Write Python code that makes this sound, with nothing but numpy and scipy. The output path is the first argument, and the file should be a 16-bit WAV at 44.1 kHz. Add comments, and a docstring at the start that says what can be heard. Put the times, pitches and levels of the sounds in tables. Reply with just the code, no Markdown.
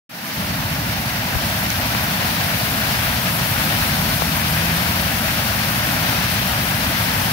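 """At the mouth of a concrete culvert, storm water shoots into a foaming channel between grass banks.
The white water rushes with collapsing foam, splashes and ringing bubbles; spray hisses above it,
and air trapped by the plunging jet rumbles below. Behind, a vehicle pulls away on the wet road with
a low exhaust note and a swish of tyres. Puffs of air and droplets touch the microphone's two ports."""
import sys
import numpy as np
from scipy import signal
from scipy.fft import rfft, irfft
from scipy.io import wavfile
from scipy.ndimage import uniform_filter1d

SR = 44100
rng = np.random.default_rng(int(sys.argv[2]) if len(sys.argv) > 2 else 0)


def materialize(psi):
    """Save the field psi as 16-bit PCM at rate SR to the path in sys.argv[1].

    A 1-D psi becomes a single channel; in a 2-D psi each row is a channel.
    """
    bounded = np.clip(np.atleast_2d(psi).T, -1, 1)
    quanta = np.round(bounded * 32767).astype(np.int16)
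    wavfile.write(sys.argv[1], SR, quanta)


N = 322812
TIME = np.arange(N) / SR
BIN_HZ = np.maximum(np.fft.rfftfreq(N, 1 / SR), 1)


# The flow swells, then holds. Each row: time in seconds, relative levels of rush and spray in dB.
FLOW_LEVELS = [(0.4, -29, -33.5), (1.3, -27, -32), (1.5, -25.8, -30), (1.75, -26, -30), (2.55, -25, -29.5),
               (2.75, -25.6, -28.5), (2.9, -24, -28.5), (3.12, -25.5, -29), (3.65, -24.5, -27.7),
               (4.25, -24.5, -28.5), (5.5, -25, -29), (5.85, -24.5, -29), (6.25, -24, -29.5),
               (6.75, -25.5, -29.5), (7.1, -24.5, -29)]
# Spectrum of white water. Each row: frequency in Hz, relative spectral density in dB.
RUSH_SPECTRUM = [(150, -14), (320, -10), (470, -8), (640, -0.2), (800, -1.9), (960, -1.2), (1180, -2.5),
                 (1600, -0.5), (2500, -2.5), (3400, -5.5), (4600, -6.5), (5600, -8), (6700, -12),
                 (8300, -16.5), (9700, -13.5), (14800, -11)]
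# The water starts louder on the right, then settles in the centre.
# Each row: time in seconds, added level of left over right in dB.
BALANCE_DRIFT = [(0.1, -3), (1.5, -2), (2.3, -1), (3.0, 0), (4.1, 0), (5.0, 0), (7.3, .5)]

def white_water():
    """Incoherent addition: foam, splashes and bubbles sum to a rush, with fine spray hissing on top."""
    rush_db, spray_db = in_time(FLOW_LEVELS)
    balance_db, = in_time(BALANCE_DRIFT)
    water = foam(surge_db=0.23, slosh_db=0.58, patchy_db=0.84)
    water += from_db(-11.5) * splashes(per_s=220, spread_db=0.9, t60_s=0.018)
    water += from_db(-17) * bubbles(low_hz=703, high_hz=6200, cycles=27, rise=0.09,
                                    spread_db=1.0, count=5000)
    water = coloured(evened(water, seconds=0.17), RUSH_SPECTRUM)
    mist = foam(surge_db=0.18, slosh_db=0.65, patchy_db=0.58)
    mist = coloured(evened(mist, seconds=0.2), RUSH_SPECTRUM)
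    rush = from_db(rush_db + 5) * (water - treble(water))
    spray = from_db(spray_db + 11.5) * treble(mist)
    return at_ports(rush + spray) * from_db(balance_db * np.array([[.5], [-.5]]))


def foam(surge_db, slosh_db, patchy_db):
    """Amplitude modulation: the noise of countless tiny collapses surges and flickers by octaves."""
    white = rfft(rng.standard_normal((2, N)))
    common_db = surge_db * drift(10) + slosh_db * drift(26)
    bin_octave = np.clip(np.log2(BIN_HZ), 8, 13)
    noise = 0
    for octave in range(13, 7, -1):  # 8192 Hz down to 256 Hz
        share = np.clip(1 - np.abs(bin_octave - octave), 0, 1)
        noise += irfft(white * share, N) * from_db(common_db + patchy_db * drift(10))
    return unit_rms(noise)


def splashes(per_s, spread_db, t60_s):
    """A Poisson process: thrown water lands at random, each slap a noise burst decaying exponentially."""
    lands = rng.random((2, N)) < per_s / SR
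    impacts = np.zeros((2, N))
    impacts[lands] = from_db(spread_db * np.minimum(rng.exponential(1, lands.sum()), 4))
    power_decay = from_db(-120 / (t60_s * SR))
    power = signal.lfilter([1], [1, -power_decay], impacts ** 2 + 1e-18)
    return unit_rms(np.sqrt(power) * rng.standard_normal((2, N)))


def bubbles(low_hz, high_hz, cycles, rise, spread_db, count):
    """Damped resonance: each bubble rings down by 60 dB, its pitch rising as it nears the surface."""
    ringing = np.zeros((2, N))
    for when, size, strength, place in rng.random((count, 4)):
        hz = low_hz * (high_hz / low_hz) ** size
        start, length = int(when * N), int(cycles / hz * SR)
        age = np.arange(min(length, N - start)) / length  # fraction of the bubble's life
        envelope = from_db(-spread_db * np.log(max(strength, .02)) - 60 * age)
        note = np.sqrt(hz) * envelope * np.sin(2 * np.pi * cycles * age * (1 + rise * age))
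        pan = [np.cos(2 * np.pi * place), np.sin(2 * np.pi * place)]
        ringing[:, start:start + len(age)] += np.outer(pan, note)
    return unit_rms(ringing)


# Spectrum of the plunge. Each row: frequency in Hz, relative spectral density in dB.
RUMBLE_SPECTRUM = [(20, -35), (36, -38), (50, -9.5), (68, -5.5), (92, -5), (115, -0.5), (138, -4.5),
                   (165, -3), (220, -5.5), (275, -10.5), (340, -19.5), (480, -42), (1000, -43)]
# The jet comes down harder and softer. Each row: time in seconds, rumble level in dB.
JET_HEAVE = [(0.4, -26), (0.85, -25), (1.1, -27), (1.45, -25.5), (2.3, -25.5), (2.75, -25.5), (3.35, -24.5),
             (4.05, -24), (4.7, -25.5), (5.5, -25), (6.1, -24.5), (7.3, -24.2)]

def plunge():
    """Air entrainment: the jet drives pockets of air under water, which throb inside a dense rumble."""
    rumble_db, = in_time(JET_HEAVE)
    churn = coloured(rng.standard_normal((2, N)), RUMBLE_SPECTRUM)
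    pockets = bubbles(low_hz=54.7, high_hz=315, cycles=11.4, rise=0.055, spread_db=0.8, count=900)
    rumble = churn + from_db(-6) * coloured(pockets, RUMBLE_SPECTRUM)
    return at_ports(from_db(rumble_db) * evened(rumble, seconds=.11))


# The vehicle speeds up. Each row: time in seconds, firing rate in Hz, level in dB.
ENGINE_RUN = [(3.4, 72, -44), (3.85, 76, -30), (4.1, 78.5, -25.5), (4.3, 78.5, -29), (4.45, 79, -25),
              (4.7, 83.5, -25), (4.97, 88.5, -23.8), (5.08, 90, -33), (5.3, 84, -55)]
# The exhaust note. Each row: multiple of the firing rate, relative level in dB.
EXHAUST_HARMONICS = [(1, -5), (2, 0), (3, -21), (4, -19), (6, -27)]

def exhaust():
    """A harmonic series: a distant engine's slightly unsteady firing sets the fundamental."""
    firing_hz, level_db = in_time(ENGINE_RUN)
    phase = 2 * np.pi * np.cumsum(firing_hz * (1 + 0.0011 * drift(11))) / SR
    note = sum(from_db(db) * np.sin(k * phase + 2 * np.pi * rng.random()) for k, db in EXHAUST_HARMONICS)
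    return from_db(level_db) * note


# Spectrum of tyres on a wet road. Each row: frequency in Hz, relative spectral density in dB.
TYRE_SPECTRUM = [(300, -23), (1000, -8), (1600, 2), (2400, -6), (6000, -33)]

def tyres(nearest_s=5.93, half_width_s=0.47, level_db=-33):
    """Attenuation with distance: the swish peaks as the vehicle passes nearest, behind the pipe."""
    swish = coloured(rng.standard_normal((2, N)), TYRE_SPECTRUM)
    attenuation = 1 + ((TIME - nearest_s) / half_width_s) ** 2
    return at_ports(from_db(level_db) * swish / attenuation)


# Puffs of air. Each row: time in seconds, peak in dB, pitch in Hz, half-width in seconds.
AIR_PUFFS = [(1.3533, -3.5, 1100, .00022), (1.365, -13.5, 58, .014), (1.9496, -5, 1900, .0003),
             (1.9504, -6, 700, .0005), (4.2219, -0.6, 840, .00062)]

def puffs():
    """Pressure pulses: air pops on the left port, each puff a tone under a brief Gaussian envelope."""
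    left = np.zeros(N)
    for centre_s, db, hz, half_width_s in AIR_PUFFS:
        offset = TIME - centre_s
        left -= from_db(db) * np.cos(2 * np.pi * hz * offset) * np.exp(-(offset / half_width_s) ** 2)
    return np.array([left, np.zeros(N)])


# Droplets. Each row: start in seconds, peak in dB, pitch in Hz, the port's ring over that pitch in dB.
DROPLET_HITS = [(0.2786, -10, 6300, 10), (1.7035, -1.8, 6300, -3), (6.4307, -8, 3400, -20)]

def droplets(port_ring_hz=12500, t60_s=.0026):
    """Impulse response: a droplet on the right port excites two heavily damped modes, a dry tick."""
    right = np.zeros(N)
    for start_s, db, hz, ring_db in DROPLET_HITS:
        age = np.clip(TIME - start_s, 0, 2 * t60_s)
        modes = np.sin(2 * np.pi * hz * age) + from_db(ring_db) * np.sin(2 * np.pi * port_ring_hz * age)
        tick = modes * from_db(-60 * age / t60_s)
        right += from_db(db) * tick / np.abs(tick).max()
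    return np.array([np.zeros(N), right])


# Likeness of the two ports. Each row: frequency in Hz, correlation from 0 to 1.
PORT_CORRELATION = [(30, .78), (80, .97), (250, .96), (480, .66), (700, .82), (1050, .72), (1500, .35),
                    (2200, .15), (3500, 0)]
# Narrow bands where left and right sound more alike or more opposed.
# Each row: centre in Hz, half-width in Hz, added correlation (negative if opposed).
CORRELATION_RIPPLE = [(2520, 100, -.3), (2850, 90, .25), (4350, 80, .3), (5030, 110, -.55), (5350, 70, .35),
                      (5630, 80, -.35), (5900, 110, .3), (6200, 70, -.3), (6560, 80, .35), (6760, 90, -.55),
                      (7100, 90, .45), (7400, 70, -.5)]
# Balance of the ports. Each row: frequency in Hz, level of left over right in dB.
LEFT_OVER_RIGHT = [(100, 0.2), (280, -1.4), (500, 3.8), (900, -0.8), (1300, 4.2), (2300, 2.5), (3300, 7.5),
                   (4700, 0.4), (6700, 1.1), (8500, 8.6), (11000, 14.2), (12500, 11), (14500, 4)]
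# Phase between the ports. Each row: frequency in Hz, lead of the left in radians.
LEFT_LEAD = [(120, .04), (250, .25), (440, 1.05), (600, .45), (850, 1.1), (1100, 2.1), (1600, 1.3),
             (2400, 2.7), (3000, 2 * np.pi)]

def at_ports(wide):
    """Partial coherence: a wide source reaches the ports alike in the bass, mostly unrelated above."""
    ripple = sum(peak * np.exp(-((BIN_HZ - hz) / width) ** 2) for hz, width, peak in CORRELATION_RIPPLE)
    correlation = np.clip(at_bins(PORT_CORRELATION) + ripple, -.98, .98)
    mid, side = rfft(wide) * np.sqrt([(1 + correlation) / 2, (1 - correlation) / 2])
    balance = from_db(at_bins(LEFT_OVER_RIGHT))
    left = (mid + side) * balance
    right = (mid - side) * np.exp(-1j * at_bins(LEFT_LEAD))
    equal_power = np.sqrt(2 / (1 + balance ** 2))
    return irfft(np.array([left, right]) * equal_power, N)


def from_db(db):
    """Decibels to amplitude ratio."""
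    return 10 ** (np.asarray(db) / 20)


def unit_rms(x):
    """Normalisation to unit power."""
    return x / np.sqrt(np.mean(x ** 2) + 1e-20)


def evened(x, seconds):
    """Running normalisation: power holds steady over spans longer than the given time."""
    return x / np.sqrt(uniform_filter1d(x ** 2, int(seconds * SR)) + 1e-12)


def in_time(rows):
    """Linear interpolation of each column at every sample."""
    times, *columns = np.transpose(rows)
    return [np.interp(TIME, times, column) for column in columns]


def at_bins(rows):
    """Interpolation in log frequency at every bin."""
    hz, values = np.transpose(rows)
    return np.interp(np.log(BIN_HZ), np.log(hz), values)


def coloured(x, spectrum):
    """Spectral shaping, at unit power."""
    return unit_rms(irfft(rfft(x) * from_db(at_bins(spectrum)), N))


def treble(x):
    """High-pass filtering at 7.5 kHz."""
    return irfft(rfft(x) / (1 + (7500 / BIN_HZ) ** 8), N)


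def drift(rate_hz):
    """Low-pass noise: a random wander of unit spread, changing about rate_hz times a second."""
    hop, settle = 40, 2000
    pole = np.exp(-2 * np.pi * rate_hz * hop / SR)
    white = rng.standard_normal(N // hop + settle + 2)
    slow = signal.lfilter([1], [1, -2 * pole, pole * pole], white)[settle:]
    return np.interp(np.arange(N) / hop, np.arange(len(slow)), unit_rms(slow))


def scene():
    """Superposition: water in front, the road behind, small touches on the microphone."""
    return white_water() + plunge() + exhaust() + tyres() + puffs() + droplets()


def ramp(start_s, length_s):
    """A linear rise from 0 to 1."""
    return np.clip((TIME - start_s) / length_s, 0, 1)


def record(dry, open_s=.092, opening_db=-14, bass_cut_hz=210, cutoff_hz=15700):
    """Gain and band limiting: the microphone fades up, bass last; peaks clip and the top is cut."""
    thin = signal.sosfilt(signal.butter(2, bass_cut_hz, "high", fs=SR, output="sos"), dry)
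    filled = thin + (dry - thin) * ramp(start_s=0.36, length_s=0.017)
    fade = from_db(opening_db) + (1 - from_db(opening_db)) * ramp(open_s, length_s=0.26)
    opened = filled * fade * ramp(open_s, length_s=.004)
    steep_lowpass = signal.ellip(14, .1, 90, cutoff_hz, fs=SR, output="sos")
    return signal.sosfilt(steep_lowpass, np.clip(opened, -.87, .87))


dry = scene()
out = record(dry)
materialize(out)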